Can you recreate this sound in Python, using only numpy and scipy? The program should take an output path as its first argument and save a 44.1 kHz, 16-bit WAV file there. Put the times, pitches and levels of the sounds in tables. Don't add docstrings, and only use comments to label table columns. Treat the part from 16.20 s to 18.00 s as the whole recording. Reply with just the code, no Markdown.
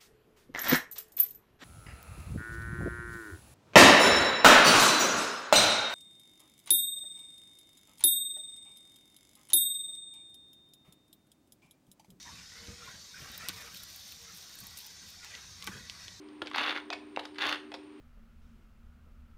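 import sys
import numpy as np
from scipy import signal
from scipy.fft import rfft, irfft, next_fast_len
from scipy.io import wavfile
from scipy.ndimage import uniform_filter1d, minimum_filter1d

SR = 44100
rng = np.random.default_rng(int(sys.argv[2]) if len(sys.argv) > 2 else 0)


def generate_wav(sig):
    pcm = np.round(np.clip(np.atleast_2d(sig).T, -1, 1) * 32767).astype(np.int16)
    wavfile.write(sys.argv[1], SR, pcm)


N = 79380
TIME = np.arange(N) / SR


def from_db(db):
    return 10 ** (np.asarray(db) / 20)


def unit_rms(x):
    return x / np.sqrt(np.mean(x ** 2) + 1e-20)


def colour(x, points):
    size = 2 * next_fast_len(N)
    hz, db = np.transpose(points)
    grid = np.maximum(np.arange(size // 2 + 1) * SR / size, 1)
    curve = from_db(np.interp(np.log(grid), np.log(hz), db))
    cepstrum = irfft(np.log(curve))
    cepstrum[1:size // 2] *= 2
    cepstrum[size // 2 + 1:] = 0
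    return irfft(rfft(x, size) * np.exp(rfft(cepstrum)))[:N]


def band(x, low_hz, high_hz, order=2):
    sos = signal.butter(order, [low_hz, high_hz], "band", fs=SR, output="sos")
    return signal.sosfilt(sos, x + 1e-18)


def high_shelf(x, above_hz, db):
    top = signal.sosfiltfilt(signal.butter(2, above_hz, "high", fs=SR, output="sos"), x)
    return x + (from_db(db) - 1) * top


def narrow_noise(hz, width_hz):
    return unit_rms(band(rng.standard_normal(N), hz - width_hz / 2, hz + width_hz / 2))


def ring(hz, t60):
    return np.sin(2 * np.pi * hz * TIME) * from_db(-60 * np.minimum(TIME / t60, 2))


def burst(decay_s):
    t = TIME[:SR // 10]
    return rng.standard_normal(len(t)) * np.exp(-t / decay_s)


def add(out, s, sound):
    start = int(s * SR)
    out[start:start + len(sound)] += sound[:N - start]


# pitch in Hz, rms level in dB.
HUM_TONES = [(300.2, -51.5), (384.2, -59), (403.7, -62), (100, -90)]
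# frequency in Hz, gain in dB.
DRONE_EQ = [(20, -69), (35, -14), (50, -13), (78, -8), (120, -12), (145, -11.5), (168, -48), (200, -11.5),
            (242, 6), (275, -3.5), (335, -3), (385, 6), (440, -15.5), (520, -9), (900, -55.5)]

def appliance():
    hum = sum(from_db(db) * np.sqrt(2) * np.sin(2 * np.pi * (hz * TIME + rng.random()))
              for hz, db in HUM_TONES)
    drone = from_db(-58.5) * unit_rms(colour(rng.standard_normal(N), DRONE_EQ))
    return hum + drone


# frequency in Hz, gain in dB.
AIR_EQ = [(160, -37), (250, -21), (500, -6), (700, -4), (1000, 1), (1500, -5.5), (2600, -6), (4500, -15.5),
          (6000, -25), (7300, -28.5), (8100, -30.5), (10000, -31.5), (12800, -61), (15300, -29)]

def room_tone():
    air = from_db(-61.5) * unit_rms(colour(rng.standard_normal(N), AIR_EQ))
    hiss = from_db(-77) * narrow_noise(hz=8780, width_hz=310)
    return air + hiss


# frequency in Hz, gain in dB.
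REVERB_EQ = [(100, -2), (500, 4), (1500, 1), (3000, 2.5), (6000, 0), (9500, 7), (12500, -3), (15000, -7)]

def room(x, send_db=-10.5, low_t60_s=0.36, treble_t60_s=0.29, split_hz=2000, build_s=0.002):
    noise = rng.standard_normal(N)
    lows = signal.sosfiltfilt(signal.butter(2, split_hz, fs=SR, output="sos"), noise)
    tail = lows * from_db(-60 * TIME / low_t60_s) + (noise - lows) * from_db(-60 * TIME / treble_t60_s)
    tail *= 1 - np.exp(-TIME / build_s)
    response = from_db(send_db) * colour(tail / np.linalg.norm(tail), REVERB_EQ)
    return x + signal.fftconvolve(x, response)[:N]


# start in seconds, level in dB.
PUSHES = [(0.221, -53.5), (0.406, -58.5), (1.27, -61.5)]

def counter():
    out = np.zeros(N)
    for s, db in PUSHES:
        add(out, s, from_db(db) * ring(hz=91.6, t60=0.14))
    return band(out, 50, 136)


# centre in Hz, width in Hz, gain in dB, t60 in seconds.
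STEEL_MODES = [(2517, 160, 5, 0.22), (663, 180, 5, 0.19)]

def tube_ring():
    return sum(from_db(db - 60 * np.minimum(TIME / t60, 2)) * narrow_noise(hz, width_hz)
               for hz, width_hz, db, t60 in STEEL_MODES)


# start in seconds, decay in seconds,
# then body, middle, edge and tick levels in dB.
GRIP_CLICKS = [ (0.087, 0.0037, -59, -58, -58, -88), (0.2188, .0035, -33, -33, -41, -56),
               (0.2589, 0.0061, -47, -47, -49, -73), (0.2713, 0.0014, -47, -31, -36, -67),
               (0.276, 0.0069, -54, -41.5, -64, -67), (0.3005, .001, -65, -65, -50, -57),
               (0.3137, 0.0019, -51, -34.5, -50, -70), (0.7032, 0.001, -30, -31.5, -26, -52.5),
               (0.7269, 0.0028, -30.5, -36, -39, -68), (0.731, 0.0047, -43, -31, -36, -58),
               (0.9627, 0.001, -40, -32.5, -33.5, -58), (0.9922, 0.0059, -43.5, -35.5, -59, -77),
               (0.9948, 0.0026, -43, -39, -45, -54.5), (1.031, 0.026, -54, -53.5, -61, -76),
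               (1.053, 0.0033, -43, -37.5, -39.5, -57.5), (1.146, 0.00079, -60, -52, -47, -64),
               (1.157, 0.013, -65, -49, -66, -78), (1.518, 0.0034, -41, -40.5, -50.5, -72),
               (1.54, 0.0073, -39, -40, -40, -63), ]
# low edge in Hz, high edge in Hz.
GRIP_BANDS = [(420, 1100), (1250, 3700), (3000, 5180), (6500, 13600)]
# start in seconds, level in dB, pitch in Hz, t60 in seconds.
HANDLING_KNOCKS = [(0.2193, -34, 326, 0.056), (0.2184, -28.5, 1413, 0.027), (0.2177, -30.5, 1707, 0.021),
                   (0.2205, -32, 3050, 0.0065), (0.2268, -22, 670, 0.0033), (0.3602, -24, 860, 0.018),
                   (0.3840, -19, 964, 0.018), (0.314, -30.5, 1100, .015), (0.7013, -27, 615, 0.005),
                   (0.7019, -33, 1880, .012), (0.962, -29, 2735, 0.021), (0.9731, -17, 914, 0.0097),
                   (0.9725, -23.5, 540, 0.009), (0.9729, -24.5, 2300, 0.0043), (0.9955, -32, 3920, 0.017),
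                   (1.2179, -27, 3600, 0.017), (1.5415, -41.5, 540, 0.054)]
# start in seconds, gain in dB.
RELEASES = [(0.7035, -49), (0.732, -48.5), (1.518, -56.5)]
# frequency in Hz, gain in dB.
HANDLING_EQ = [(6000, -0.5), (8000, 2), (10000, 2), (12500, -8.5), (15000, 2)]

def handling():
    out = np.zeros(N)
    for s, decay_s, *levels in GRIP_CLICKS:
        for (low_hz, high_hz), db in zip(GRIP_BANDS, levels):
            click = band(burst(decay_s), low_hz, high_hz, order=3)
            click *= np.sqrt(decay_s * SR / 2 / np.sum(click ** 2))
            add(out, s, from_db(db) * click)
    for s, db, hz, t60 in HANDLING_KNOCKS:
        add(out, s, from_db(db) * band(ring(hz, t60), hz * 0.5, hz * 2.2))
    for s, db in RELEASES:
        add(out, s, from_db(db) * tube_ring())
    return colour(out, HANDLING_EQ)


# frequency in Hz, relative gain in dB.
FLESH_EQ = [(30, -38), (70, -20), (165, -23.5), (280, -3.5), (550, -7.5), (1100, 1.5), (1900, 3),
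            (2350, -1), (2800, 2), (3150, -3), (3550, 2), (4050, -5.5), (4400, -4), (5200, -15.5),
            (6400, -17), (7800, -30.5), (9700, -26), (12500, -37), (15300, -31)]

def flesh(x, delays_s=(0.00026, 0.00041), scatter=0.55):
    for s in delays_s:
        taps = np.r_[1, np.zeros(int(s * SR)), scatter]
        x = signal.lfilter(taps[::-1], taps, x + 1e-18)
    return colour(x, FLESH_EQ) / np.linalg.norm(colour(signal.unit_impulse(N), FLESH_EQ))


JUICE_HZ = 5300
# start in seconds, level in dB, fizz shelf in dB.
THICK_FIBRES = [(0.3345, -34, -2), (0.3438, -27, -23), (0.347, -21.5, -15), (0.3595, -25, 6.5),
                (0.3818, -13, -38), (0.384, -24, -2), (0.4129, -25.5, -6), (0.427, -28.5, -7),
                (0.450, -39, 3), (0.4855, -26.5, -5), (0.526, -34, -18), (0.5739, -25.5, -7),
                (0.6005, -36.5, -3), (1.184, -24, -7), (1.2045, -31, -9), (1.218, -25.5, -21),
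                (1.2675, -24, 4), (1.2885, -32.5, 16.5), (1.2933, -21, 7), (1.3135, -24.5, -15),
                (1.326, -15, 2.5), (1.3446, -29, -3), (1.357, -30, 0)]

def cracks(decay_s=0.00097):
    out = np.zeros(N)
    for s, db, fizz_db in THICK_FIBRES:
        volley = burst(decay_s)
        mids = band(volley, 500, 4500)
        volley *= np.sqrt(decay_s * SR / 10 / np.sum(mids ** 2))
        add(out, s, from_db(db) * high_shelf(volley, JUICE_HZ, fizz_db))
    return flesh(out)


def fibre_snaps(per_s=1350, spread_db=2.5, t60_cycles=5.2, pitched_db=-1.5):
    sizes = from_db(spread_db * np.minimum(rng.exponential(1, N), 4)) * rng.choice([-1, 1], N)
    clicks = sizes * (rng.random(N) < per_s / SR)
    pitches_hz = np.linspace(600, 5400, 10)
    pitch_index = rng.integers(0, len(pitches_hz), N)
    pitched = np.zeros(N)
    for k, hz in enumerate(pitches_hz):
        rings = signal.fftconvolve(clicks * (pitch_index == k), ring(hz, t60_cycles / hz))[:N]
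        pitched += rings * np.sqrt(hz)
    return unit_rms(clicks) + from_db(pitched_db) * unit_rms(pitched)


# time in seconds, level in dB.
TWIST_ENVELOPES = [
    [(0.325, -61), (0.352, -39), (0.39, -32.5), (0.45, -33.5), (0.505, -32), (0.527, -38), (0.542, -51.5),
     (0.556, -36), (0.578, -37.5), (0.595, -50), (0.62, -71)],
    [(1.18, -63), (1.187, -37.5), (1.2, -43.5), (1.216, -31), (1.265, -32), (1.305, -35.5), (1.328, -34.5),
     (1.35, -40.5), (1.368, -83)],
]
TWIST_FIZZ_DB = [2, 5.5]

def twist(envelope, fizz_db, rasp_hz=2800, juice_rise_db=6.5):
    times, levels_db = np.transpose(envelope)
    progress = np.interp(TIME, [times[0], times[-1]], [0, 1])
    crunch = flesh(fibre_snaps())
    rasp_db = np.interp(progress, [0, 1], [5.5, -3.5])
    crunch = high_shelf(crunch, rasp_hz, rasp_db)
    juice_db = fizz_db + juice_rise_db * (progress - 0.5)
    crunch = high_shelf(crunch, JUICE_HZ, juice_db)
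    crunch /= np.sqrt(uniform_filter1d(crunch ** 2, size=900) + 1e-12)
    return crunch * from_db(np.interp(TIME, times, levels_db, left=-np.inf, right=-np.inf))


def scene():
    bed = appliance() + room_tone()
    cutting = sum(twist(envelope, fizz_db) for envelope, fizz_db in zip(TWIST_ENVELOPES, TWIST_FIZZ_DB))
    return (room(cutting + cracks() + handling()) + counter() + bed)[None]


CEILING, LIMITER_S, CUTOFF_HZ = 0.13, 0.0015, 15550

def record(dry):
    span = int(LIMITER_S * SR)
    gain = np.minimum(1, CEILING / (np.abs(dry) + 1e-9))
    gain = uniform_filter1d(minimum_filter1d(gain, size=span), size=span)
    return signal.sosfilt(signal.ellip(10, .1, 70, CUTOFF_HZ, fs=SR, output="sos"), dry * gain)


dry = scene()
out = record(dry)
generate_wav(out)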